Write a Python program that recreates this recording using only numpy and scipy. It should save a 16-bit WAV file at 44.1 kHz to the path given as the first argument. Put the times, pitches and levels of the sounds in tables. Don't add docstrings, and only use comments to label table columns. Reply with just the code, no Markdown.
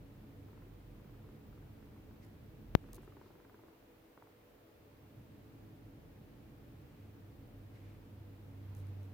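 import sys
import numpy as np
from scipy import signal
from scipy.fft import rfft, irfft, next_fast_len
from scipy.io import wavfile

SR = 44100
rng = np.random.default_rng(int(sys.argv[2]) if len(sys.argv) > 2 else 0)


def transcribe(u):
    v = np.clip(np.atleast_2d(u).T, -1, 1)
    q = np.round(v * 32767).astype(np.int16)
    wavfile.write(sys.argv[1], SR, q)


N = 402633
TIME = np.arange(N) / SR
SURGE_S, SURGE_HALF_S = 8.86, 0.28


def from_db(db):
    return 10 ** (np.asarray(db) / 20)


def unit_rms(x):
    return x / np.sqrt(np.mean(x ** 2) + 1e-20)


def at_hz(points, hz):
    knots, values = np.transpose(points)
    return np.interp(np.log(np.maximum(hz, 1)), np.log(knots), values)


def pan(left_db):
    return from_db(np.array([[.5], [-.5]]) * left_db)


def swell(s, half_s):
    return np.exp(-((TIME - s) / half_s) ** 2)


def ramp(s, length_s):
    return np.clip((TIME - s) / length_s, 0, 1)


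def wander(per_s):
    knots = rng.standard_normal(SR)
    return np.interp(TIME * per_s, np.arange(len(knots)), knots)


def resonate(x, hz, width_hz):
    r = np.exp(-np.pi * width_hz / SR)
    poles = [1, -2 * r * np.cos(2 * np.pi * hz / SR), r * r]
    return signal.lfilter(np.array([1, 0, -1]) * (1 - r * r) / 2, poles, x + 1e-18)


def pole_pair(hz, width_hz):
    r = np.exp(-np.pi * width_hz / SR)
    pair = np.array([1, -2 * r * np.cos(2 * np.pi * hz / SR), r * r])
    return pair / pair.sum()


def decay(clicks, t60):
    return signal.lfilter([1], [1, -np.exp(-np.log(1000) / (t60 * SR))], clicks + 1e-18)


def ring(clicks, hz, t60):
    r, w = np.exp(-np.log(1000) / (t60 * SR)), 2 * np.pi * hz / SR
    return signal.lfilter([0, np.sin(w)], [1, -2 * r * np.cos(w), r * r], clicks + 1e-18)


def diffuse(gain_at):
    # f/Hz, correlation
    likeness = [(60, 0.98), (130, 0.96), (290, 0.79), (640, 0.32), (1410, 0), (3100, 0), (15000, 0)]
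    size = next_fast_len(N)
    hz = np.arange(size // 2 + 1) * SR / size
    mid, side = rfft(rng.standard_normal((2, size)))
    alike = at_hz(likeness, hz)
    pair = np.sqrt(1 + alike) * mid + np.sqrt(1 - alike) * side * [[1], [-1]]
    return unit_rms(irfft(pair * gain_at(hz), size)[:, :N])


def rush(spectrum):
    return diffuse(lambda hz: from_db(at_hz(spectrum, hz)) * (hz > 20))


def hum(modes):
    def gain_at(hz):
        return np.sqrt(sum(from_db(db) ** 2 / width / (1 + ((hz - centre) / width) ** 2) ** 2
                           for centre, width, db in modes))
    total_rms = np.sqrt(sum(from_db(db) ** 2 for _, _, db in modes))
    return total_rms * diffuse(gain_at)


def ventilation(drone_hz=43, drone_width_hz=4):
    # f/Hz, relative level/dB
    rumble_spectrum = [(25, -24), (35, -14), (60, -4), (85, -2.5), (115, 7.5), (150, 2), (180, -1),
                       (240, -8), (330, -2), (420, -20), (700, -49)]
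    # f/Hz, width/Hz, relative level/dB
    room_modes = [(72.3, 4, -10.5), (100.8, 7.3, -6), (149, 13, -13.5), (216.9, 10, -10), (280, 12.5, -10)]
    # t/s, half length/s, level/dB
    drone_swells = [(.8, .8, -64.5), (2.797, 0.2, -56), (7.6, .3, -68)]
    # f/Hz, relative level/dB
    air_spectrum = [(100, -6), (200, -2.5), (350, 0.5), (520, 0), (700, -1.5), (1000, -6), (1500, -9),
                    (2400, -12), (4000, -18), (6500, -25.5), (10000, -36.5), (16000, -55)]
    # f/Hz, width/Hz, level/dB
    hum_bands = [(276.6, 14, -75), (326.2, 6.5, -72.5), (430, 13, -72), (487, 8, -73.5), (580.7, 11, -78)]
    release = ramp(4.68, length_s=0.49)
    duck = ramp(2.95, length_s=0.75) - release
    surge = from_db(2 * swell(SURGE_S, SURGE_HALF_S))
    rumble = from_db(-59) * rush(rumble_spectrum) + from_db(-56) * hum(room_modes)
    rumble *= surge * from_db(-14 * duck - release)
    swells = sum(from_db(db) * swell(s, half_s) for s, half_s, db in drone_swells)
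    drone = (from_db(-68.5 - 7.5 * duck) + swells) * hum([(drone_hz, drone_width_hz, 0)])
    air = surge * from_db(-66 - 0.66 * duck) * rush(air_spectrum)
    return (rumble + drone) * pan(left_db=-1.0) + hum(hum_bands) + air * pan(left_db=-0.35)


def microphone_noise(whine_hz=15083, drift_hz=18, jitter_hz=34, flicker_db=2.5):
    # f/Hz, relative level/dB
    hiss_spectrum = [(2000, -12), (6000, -9), (9000, -6), (11500, -3), (14000, 2.5), (16000, -3)]
    hz = whine_hz + drift_hz * wander(per_s=1.5) + jitter_hz * wander(per_s=50)
    whine = np.sqrt(2) * np.sin(2 * np.pi * np.cumsum(hz) / SR)
    whine *= from_db(-87.5 + flicker_db * wander(per_s=40))
    return (from_db(-76) * rush(hiss_spectrum) + whine) * pan(left_db=1.0)


def purr_pulses(per_s=21.2, edge_db=1.5):
    # first t/s, last t/s, pulse level/dB, growth over the run/dB, puff against pulse/dB
    runs = [(0.484, 0.667, -58, 0, -10), (0.949, 1.337, -57.5, 2, -12.5), (1.479, 1.67, -58, 1, -12.5),
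            (1.78, 1.964, -53.5, 1, -19), (2.111, 2.162, -52, -3, -21), (2.841, 2.981, -56.5, 6, -10),
            (3.031, 3.305, -53, 0, -12.5), (3.354, 3.591, -51.5, 2, -15.5), (3.635, 3.733, -55.5, -6, -14),
            (4.1762, 4.272, -42, -8, -31)]
    for start, end, db, growth_db, puff_db in runs:
        for along in np.linspace(0, 1, round((end - start) * per_s) + 1):
            effort_db = growth_db * (along - .5) - edge_db * (2 * along - 1) ** 2
            yield start + along * (end - start), db + effort_db, puff_db


def purr(uneven_db=1.0, leak_db=-13, fur_hz=1900, body_hz=260):
    # f/Hz, relative level/dB, t60/s
    modes = [(374, -7.5, 0.031), (670, -13, 0.007), (994, -7.5, 0.0071), (1310, -10, 0.0049),
             (1595, -23, 0.0029)]
    s, pulse_db, puff_db = np.transpose(list(purr_pulses()))
    chest_db = 11.5 + 0.75 * puff_db
    scatter_db = uneven_db * rng.standard_normal((len(s), len(modes)))
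    turbulence = rng.standard_normal(N) + .5 * rng.standard_normal((2, N))
    turbulence *= from_db(np.interp(TIME, s, puff_db))
    voice = 0
    for k, (hz, db, t60) in enumerate(modes):
        snaps = np.zeros(N)
        snaps[(s * SR).astype(int)] = from_db(pulse_db + db + chest_db * (k == 0) + scatter_db[:, k])
        puffs = decay(snaps, t60=0.016)
        leak = from_db(leak_db) * decay(snaps, t60=0.15)
        voice = voice + ring(snaps + turbulence * (puffs + leak), hz, t60)
    voice = signal.sosfilt(signal.butter(2, fur_hz, fs=SR, output="sos"), voice)
    voice = signal.sosfilt(signal.butter(2, body_hz, "high", fs=SR, output="sos"), voice)
    return voice * pan(left_db=1.5)


def fur_and_cloth(q=3):
    # t/s, half length/s, centre f/Hz, level/dB
    rubs = [(2.24, .022, 1900, -72), (2.238, .016, 4400, -78), (3.0, .25, 2500, -78),
            (3.263, 0.065, 3960, -81), (6.95, .22, 2400, -80), (7.758, 0.024, 1850, -71),
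            (7.87, 0.093, 2100, -73), (8.85, .25, 2200, -81)]
    friction = rng.standard_normal((2, N)) + 0.61 * rng.standard_normal(N)
    return sum(from_db(db) * swell(s, half_s) * unit_rms(resonate(friction, hz, hz / q))
               for s, half_s, hz, db in rubs)


def paw_on_spinner(tick_t60_s=0.0065, drag_delay_s=0.0093, drag_fade_db=8, rough_db=4):
    # t/s, tick level/dB, drag level/dB, drag length/s
    touches = [(2.249, -61, -76, .015), (2.9317, -43.5, -56.5, 0.031), (3.01, -78, -72, .04),
               (8.75, -51, -67, 0.071), (8.869, -60, -80, .03), (9.031, -58, -73, .03)]
    # f/Hz, width/Hz, relative level/dB
    spinner_modes = [(3900, 780, -5.5), (6370, 1000, -4.5), (8300, 1300, -3.5), (11200, 1200, -0.5),
                     (13200, 1400, -3.5), (15300, 1400, -5)]
    catches = from_db(rough_db * wander(per_s=400))
    contact = np.zeros(N)
    for s, tick_db, drag_db, drag_s in touches:
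        at = int(s * SR)
        age = TIME[:min(N - at, SR // 4)]
        span = slice(at, at + len(age))
        tick = from_db(tick_db - 60 * age / tick_t60_s)
        along = np.clip((age - drag_delay_s) / drag_s, 0, 1)
        drag = np.sqrt(4 * along * (1 - along)) * from_db(drag_db - drag_fade_db * along)
        contact[span] += tick + drag * catches[span]
    friction = contact * (rng.standard_normal(N) + 1.2 * rng.standard_normal((2, N)))
    return sum((-1) ** k * from_db(db + 1.5) * resonate(friction, hz, width)
               for k, (hz, width, db) in enumerate(spinner_modes))


def microphone_pop(at_s=2.75138, swing_hz=100, damping=0.7, edge_hz=3800):
    step = from_db(-2.8) * (TIME >= at_s) + 1e-12 * rng.standard_normal(N)
    w = 2 * np.pi * swing_hz
    bass_rolloff = signal.bilinear([1, 0, 0], [1, 2 * damping * w, w * w], SR)
    spike = signal.lfilter(*bass_rolloff, step)
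    spike = signal.sosfilt(signal.butter(1, edge_hz, fs=SR, output="sos"), spike)
    notch, peak = pole_pair(hz=8600, width_hz=860), pole_pair(hz=13900, width_hz=11000)
    return signal.lfilter(notch, peak, spike) * [[1], [0]]


def far_motor(start_s=6.95, start_hz=100.3, sag_hz_per_s=1.446, growth_db_per_s=2.5, surge_db=9):
    age = np.maximum(TIME - start_s, 0)
    level_db = -56 + growth_db_per_s * age + surge_db * swell(SURGE_S, SURGE_HALF_S)
    phase = 2 * np.pi * np.cumsum(start_hz - sag_hz_per_s * age) / SR
    return ramp(start_s, length_s=.15) * from_db(level_db) * np.sin(phase) * pan(left_db=-1.4)


def scene():
    background = ventilation() + microphone_noise()
    cat = purr() + fur_and_cloth() + paw_on_spinner()
    return background + cat + microphone_pop() + far_motor()


def record(dry, cutoff_hz=16000):
    return signal.sosfilt(signal.ellip(10, .1, 70, cutoff_hz, fs=SR, output="sos"), dry)


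dry = scene()
out = record(dry)
transcribe(out)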